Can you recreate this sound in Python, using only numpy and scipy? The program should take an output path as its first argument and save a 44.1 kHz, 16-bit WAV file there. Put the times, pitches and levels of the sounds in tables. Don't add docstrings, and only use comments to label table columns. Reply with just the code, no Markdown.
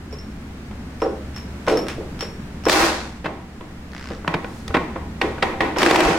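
import sys
import numpy as np
from scipy import signal
from scipy.fft import rfft, irfft, next_fast_len
from scipy.io import wavfile
from scipy.ndimage import uniform_filter1d

SR = 44100
rng = np.random.default_rng(int(sys.argv[2]) if len(sys.argv) > 2 else 0)


def wrap_up_sound(samples):
    columns = np.atleast_2d(samples).T
    tamed = np.clip(columns, -1, 1)
    steps = np.round(tamed * 32767).astype(np.int16)
    wavfile.write(sys.argv[1], SR, steps)


N = 272538
TIME = np.arange(N) / SR
AGE = TIME[:SR * 3 // 4]

# t/s, level/dB, judder length/s, hardness/dB
KNOCKS = [(0.127, -26.5, 0.0066, 0), (1.02, -9.5, 0.057, 7), (1.676, -6.5, .115, 12),
          (1.98, -18.5, .035, -20), (2.224, -21.5, .005, 9), (2.665, -5, .016, 13), (4.106, -21.5, .005, 9),
          (4.704, -22.5, .005, 11), (5.242, -12.5, .005, -31)]
# t/s, level/dB, rise/s, treble/dB, cabinet ring/dB
CLACKS = [(0.71, -31, 0.0021, 0, -11), (3.242, -24, 0.0061, 1, -4.5), (3.256, -15.5, 0.0043, -2, -10.5),
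          (3.608, -29, 0.0022, -1, -7.5), (4.245, -23, 0.0018, -23, -8), (4.277, -8.5, 0.0019, -0.5, -13),
          (4.339, -10.5, 0.0033, -2.5, -15.5), (4.444, -18, 0.0018, -8, -18),
          (4.679, -22, 0.0015, 20.5, -13), (4.741, -8.5, 0.0064, -2.5, -10.5),
          (4.766, -10, 0.0028, -3.5, -13), (4.957, -20.5, .0041, -15, -7.5), (5.214, -7.5, 0.0022, 4, -11),
          (5.381, -22.5, 0.0023, -6, -14), (5.424, -6, 0.0033, 1, -9.5), (5.605, -8, 0.0029, -0.5, -6),
          (5.761, -14, 0.0017, -6, -3.5)]
# t/s, level/dB, skipping length/s, treble/dB
SNAPS = [(2.695, -1.5, .005, 6), (2.727, -10, .005, 16), (5.816, -7, .005, -18), (5.829, -0.5, .005, 0),
         (5.861, -3, 0.192, 3.5)]
# t/s, time under power/s, bass/dB, middle/dB, rasp/dB
GEAR_RUNS = [(2.675, .18, -20.5, -17, -22.5), (5.771, 0.34, -18.5, -20.5, -29)]
# t/s, length/s, tick/dB, shaft ring/dB
CLINKS = [(0.126, 0.028, -31.5, -44), (0.186, .012, -41, -43.5), (1.019, 0.025, -23.5, -38.5),
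          (1.362, 0.031, -26, -38), (1.683, 0.06, -12.5, -36), (1.772, 0.028, -19, -32.5),
          (1.884, 0.033, -15.5, -45), (2.208, 0.023, -16, -30), (2.654, 0.061, -18.5, -32),
          (5.785, 0.022, -9.5, -25.5)]
# t/s, level/dB, f/Hz
THUMPS = [(2.83, -20, 63), (3.255, -19, 165), (4.102, -24, 210), (4.278, -15, 165), (4.346, -16.5, 163),
          (4.698, -14.5, 76), (4.763, -14, 257), (6.059, -13, 49.6), (6.098, -14, 175)]
# t/s, rumble/dB, hiss/dB, hum/dB
ROOM_LEVELS = [(0.0, -34.5, -58.5, -36), (1.3, -33.5, -56, -33), (1.8, -32, -54.5, -37.5),
               (2.6, -32.5, -56.5, -34), (3.3, -36.5, -60.5, -38), (4.0, -35.5, -57.5, -37),
               (5.2, -31.5, -56.5, -35.5)]
# delay/s, gain
ONCE = [(0, 1)]
# f/Hz, half-width/Hz, strength/dB
BASE_MODES = [(179, 3.7, 8), (294, 28, 3), (333.5, 14, 5), (370, 4.4, 6), (432, 14, 4), (468.4, 42, 3.5),
              (529, 20, 7), (619, 9.2, 7.5), (682, 10, 6.5), (782.7, 18, 10.5), (978, 100, 2),
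              (1088, 6, 10), (1295, 2.4, 9), (1480, 11, 9), (1590, 5, -8), (1886, 24, 4.5), (2392, 21, 6),
              (2640, 29, 6)]
# f/Hz, level/dB, t60/s
SHAFT_MODES = [(5440, -5.5, 0.39), (5410, 1.5, 0.14), (6220, -18, 0.15), (11680, -22, 0.37)]
# f/Hz, density level/dB
KNOCK_SPECTRUM = [(130, -21.5), (220, -16), (320, -0.5), (450, -1), (620, -7), (890, -17.5), (1340, -17.5),
                  (1650, -29.5), (2000, -33), (5000, -52), (11000, -83)]
CLACK_SPECTRUM = [(71, -65), (120, -4.5), (372, 0), (1630, -1.5), (3230, -11.5), (3870, -15.5), (5140, -22),
                  (6290, -31.5), (8520, -33.5), (10400, -44), (15000, -47)]
SNAP_SPECTRUM = [(120, -11), (200, -2), (957, 3), (1950, 1.5), (4750, -11.5), (6350, -23), (8050, -18.5),
                 (8660, -23.5), (15500, -34)]
CABINET_SPECTRUM = [(88, -21), (150, -24.5), (331, 4.5), (525, -5), (991, -4), (1570, -15), (1950, -9),
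                    (2860, -21.5), (3400, -21.5), (4720, -30), (15000, -52.5)]
GEAR_SPECTRUM = [(71, -52), (120, -22), (271, -13.5), (335, -2), (400, -11.5), (780, -11), (1950, -12.5),
                 (3300, -14.5), (15500, -48)]
TICK_SPECTRUM = [(530, -5), (900, 2.5), (2280, 1.5), (4900, -9.5), (5450, -7.5), (5990, -12), (9820, -19.5),
                 (11900, -28), (15000, -31)]
RATCHET_SPECTRUM = [(820, -6), (1400, -2), (2000, -1.5), (2290, -7), (4040, -12.5), (5090, -10.5),
                    (6230, -18), (14000, -43)]
RUB_SPECTRUM = [(1500, -19), (4000, 3), (7000, -1), (10000, -6), (15000, -15)]
ROOM_SPECTRUM = [(20, -3), (42, -9), (59, -1.5), (110, -5.5), (160, -4), (225, -1.5), (324, -12),
                 (550, -23.5), (1100, -29), (1700, -30), (3500, -41), (8000, -47.5), (11000, -53.5),
                 (15500, -58)]
# f/Hz, side re mid/dB
DRIVE_WIDTH = [(60, -42), (110, -30), (200, -22), (380, -18.5), (700, -13), (1290, -10.5), (2380, -7),
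               (4400, -6), (8120, -5.5), (15000, -5)]
ROOM_WIDTH = [(60, -44), (110, -38), (200, -27.5), (380, -9.5), (700, -6.5), (1290, -3), (2380, 0.5),
              (4400, 2.5), (8120, -0.5), (15000, 0.5)]


def knocks():
    rows = []
    for s, db, length_s, hardness_db in KNOCKS:
        judder = rattle(length_s, per_s=63.8, fade_db=3.5, unevenness=0.65)
        bass_db = -0.28 * hardness_db
        rows.append((s, db, bass_db, hardness_db, 0.0032, -8, ONCE))
        rows.append((s, db - 3.5, 0, -2, 0.0033, -6, judder))
    return blows(rows, KNOCK_SPECTRUM, KNOCK_SPECTRUM, tilt_hz=(350, 650, 1600), base_db=-1.5,
                 ring_t60=0.44, ring_tilt_share=0.45, build_s=0.0058, lead_s=0.003027, touch_db=-5)


def clacks():
    pivot_db, thinning = -17.5, 0.37
    rows = [(s, db, thinning * (pivot_db - db), treble_db, rise_s, ring_db, ONCE)
            for s, db, rise_s, treble_db, ring_db in CLACKS]
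    return blows(rows, CLACK_SPECTRUM, CABINET_SPECTRUM, tilt_hz=(450, 1500, 6000), base_db=-1,
                 ring_t60=0.64, ring_tilt_share=0.79, build_s=0.0014, lead_s=.003, touch_db=-19)


def snaps():
    turns_per_s, bass_db, ring_db = 21.3, 4, -22
    rows = []
    for s, db, length_s, treble_db in SNAPS:
        skips = rattle(length_s, turns_per_s, fade_db=4.5, unevenness=.06)
        rows.append((s, db, bass_db, treble_db, .0019, ring_db, ONCE))
        rows.append((s, db + 0.5, bass_db, treble_db, 0.0026, ring_db, skips))
    return blows(rows, SNAP_SPECTRUM, CABINET_SPECTRUM, tilt_hz=(450, 1500, 6000), base_db=-10,
                 ring_t60=0.9, ring_tilt_share=0.13, build_s=0.0057, lead_s=.011, touch_db=-7.5)


def blows(rows, spectrum, ring_spectrum, tilt_hz, base_db,
          ring_t60, ring_tilt_share, build_s, lead_s, touch_db):
    out = np.zeros((2, N))
    ringing = dying(ring_t60) * (1 - np.exp(-AGE / build_s))
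    for s, db, bass_db, treble_db, rise_s, ring_db, contacts in rows:
        contacts = touched(contacts, lead_s, touch_db)
        tilt_db = np.array([bass_db, 0, treble_db])
        rise = np.minimum(AGE / rise_s, 40)
        force = repeated(rise * np.exp(1 - rise), contacts)[:SR // 3]
        crunch = noise(force, side_db=-0.5)
        crunch = coloured(crunch, spectrum, DRIVE_WIDTH, np.c_[tilt_hz, tilt_db], base_db)
        add(out, s - lead_s, from_db(db) * crunch * rms(force) / rms(crunch))
        ring = noise(repeated(ringing, contacts), side_db=5.5)
        ring_tilt = np.c_[tilt_hz, tilt_db * ring_tilt_share]
        ring = coloured(ring, ring_spectrum, DRIVE_WIDTH, ring_tilt, base_db)
        add(out, s - lead_s, from_db(db + ring_db) * ring)
    return out


def gear_runs(teeth_per_s=170):
    tooth_phase = np.cumsum(teeth_per_s * (1 + .15 * wander(.01))) / SR % 1
    load = 1 + 0.52 * np.exp(-4 * tooth_phase)
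    load *= from_db(0.96 * wander(0.0064))
    scrape = coloured(noise(load, side_db=5.5), GEAR_SPECTRUM, DRIVE_WIDTH, base_db=-1)
    body, treble = split(scrape, hz=3630)
    bass, middle = split(body, hz=833)
    rasp, fizz = split(treble, hz=10800)
    gains = np.zeros((3, N))
    for s, length_s, *levels in GEAR_RUNS:
        for gain, db, attack_s in zip(gains, levels, (0.11, 0.067, 0.039)):
            gain += from_db(db) * swell(TIME, s, attack_s, length_s, release_db_per_s=97.5)
    bass_gain, middle_gain, rasp_gain = gains
    fizz_gain = rasp_gain ** 2 / rasp_gain.max()
    return (from_db(1.1) * (bass * bass_gain + middle * middle_gain)
            + from_db(3.5) * rasp * rasp_gain + from_db(-12) * fizz * fizz_gain)


def steel_bit(lead_s=.016, detune=.004):
    out, ringing = np.zeros((2, 2, N))
    tick = dying(t60=0.0095) + from_db(-11) * dying(t60=0.31)
    for s, length_s, db, ring_db in CLINKS:
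        rebounds = rattle(length_s, per_s=68, fade_db=14.5, unevenness=.2, count=4) + [lead_s, 0]
        contacts = np.vstack([touched(ONCE, lead_s, touch_db=-11.5), rebounds])
        ticks = noise(repeated(tick, contacts))
        add(out, s - lead_s, from_db(db - 4.5) * coloured(ticks, TICK_SPECTRUM, DRIVE_WIDTH))
        for delay, gain in contacts:
            for hz, mode_db, t60 in SHAFT_MODES:
                pitch = hz * (1 + detune * rng.standard_normal())
                mode = np.sin(2 * np.pi * (pitch * AGE + rng.random((2, 1)))) * dying(t60)
                add(ringing, s - lead_s + delay, gain * from_db(ring_db + mode_db + 3.5) * mode)
    grain = 1 + 0.19 * wander(0.003)
    return out + ringing * grain


def base_thumps(t60=0.11, rise_s=0.0032):
    out = np.zeros((2, N))
    envelope = dying(t60) * (1 - np.exp(-AGE / rise_s))
    for s, db, hz in THUMPS:
        swing = np.sin(2 * np.pi * hz * AGE) * envelope
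        add(out, s, from_db(db) * swing[None])
    return out


def ratchet(start_s=3.903, teeth_per_s=64.8):
    out = np.zeros((2, N))
    click = dying(t60=0.0065) + from_db(-18) * dying(t60=.35)
    for s in start_s + np.arange(20) / teeth_per_s:
        strength = swell(s, start_s, attack_s=0.048, length_s=.225, release_db_per_s=250)
        add(out, s, strength * noise(click))
    return coloured(out, RATCHET_SPECTRUM, DRIVE_WIDTH)


def rub():
    pressure = swell(TIME, start_s=4.36, attack_s=0.21, length_s=0.23, release_db_per_s=115)
    return coloured(noise(pressure), RUB_SPECTRUM, DRIVE_WIDTH)


def room(hum_hz=70.9):
    air = coloured(noise(np.ones(N)), ROOM_SPECTRUM, ROOM_WIDTH)
    rumble, hiss = split(air, hz=520)
    times, *levels = np.transpose(ROOM_LEVELS)
    rumble_gain, hiss_gain, hum_gain = [from_db(np.interp(TIME, times, db)) for db in levels]
    pitch = hum_hz + 1.04 * wander(0.13)
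    hum = np.sqrt(2) * np.sin(2 * np.pi * np.cumsum(pitch) / SR)
    hum *= from_db(1.2 * wander(.3))
    return (from_db(-1.37) * rumble * rumble_gain + from_db(13.5) * hiss * hiss_gain
            + from_db(-5) * hum * hum_gain)


def rattle(length_s, per_s, fade_db, unevenness, count=9):
    delay = (np.arange(1, count + 1) + unevenness * rng.uniform(-0.73, 1, count)) / per_s
    still_going = np.clip((length_s - delay) * per_s + .5, 0, 1)
    fade = from_db(-fade_db * np.minimum(delay / length_s, 1))
    return np.c_[delay, still_going * fade]


def touched(contacts, lead_s, touch_db):
    return np.vstack([np.multiply(contacts, [1, from_db(touch_db)]), np.add(contacts, [lead_s, 0])])


def repeated(shape, contacts):
    power = np.zeros((1, len(AGE)))
    for delay, gain in contacts:
        add(power, delay, (gain * shape[None]) ** 2)
    return np.sqrt(power[0])


def coloured(mid_side, spectrum, width, tilt=None, base_db=None):
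    length = mid_side.shape[1]
    size = 2 * next_fast_len(length // 2 + 1024)
    hz = np.maximum(np.arange(size // 2 + 1) * SR / size, 1)
    power = gain_at(spectrum, hz) ** 2
    if base_db is not None:
        lifts = [from_db(db + base_db) / (1 + ((hz - centre) / half_width) ** 2)
                 for centre, half_width, db in BASE_MODES]
        power *= 1 + np.sum(np.square(lifts), axis=0)
    if tilt is not None:
        power *= gain_at(tilt, hz) ** 2
    cepstrum = irfft(np.log(power / power.mean() + 1e-20) / 2)
    cepstrum[1:size // 2] *= 2
    cepstrum[size // 2 + 1:] = 0
    mid, side = rfft(mid_side, size) * np.exp(rfft(cepstrum))
    side *= gain_at(width, hz)
    return irfft([mid + side, mid - side])[:, :length]


def split(x, hz):
    filters = [signal.butter(3, hz, kind, fs=SR, output="sos") for kind in ("low", "high")]
    bands = [signal.sosfilt(sos, x) for sos in filters]
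    return [band / rms(band) for band in bands]


def noise(envelope, side_db=0):
    return rng.standard_normal((2, len(envelope))) * envelope * from_db([[0], [side_db]])


def wander(seconds):
    slow = uniform_filter1d(rng.standard_normal(N), size=int(seconds * SR), mode="wrap")
    return slow / rms(slow)


def swell(t, start_s, attack_s, length_s, release_db_per_s):
    age = t - start_s
    return np.clip(age / attack_s, 0, 1) * from_db(-release_db_per_s * np.maximum(age - length_s, 0))


def dying(t60):
    return np.exp(-np.log(1000) * AGE / t60)


def gain_at(points, hz):
    f, db = np.transpose(points)
    return from_db(np.interp(np.log(hz), np.log(f), db))


def add(out, s, sound):
    part = out[:, max(round(s * SR), 0):][:, :sound.shape[1]]
    part += sound[:, :part.shape[1]]


def from_db(db):
    return 10 ** (np.asarray(db) / 20)


def rms(x):
    return np.sqrt(np.mean(x ** 2) + 1e-20)


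def scene():
    plastic = from_db(-5.5) * knocks() + from_db(-3.5) * clacks() + from_db(-6) * snaps()
    steel = steel_bit()
    clicking = from_db(-28.5) * ratchet()
    return plastic + steel + clicking + base_thumps() + gear_runs() + room() + from_db(-52.5) * rub()


def record(dry, cutoff_hz=15900):
    return signal.sosfilt(signal.ellip(10, .1, 80, cutoff_hz, fs=SR, output="sos"), np.tanh(dry))


dry = scene()
out = record(dry)
wrap_up_sound(out)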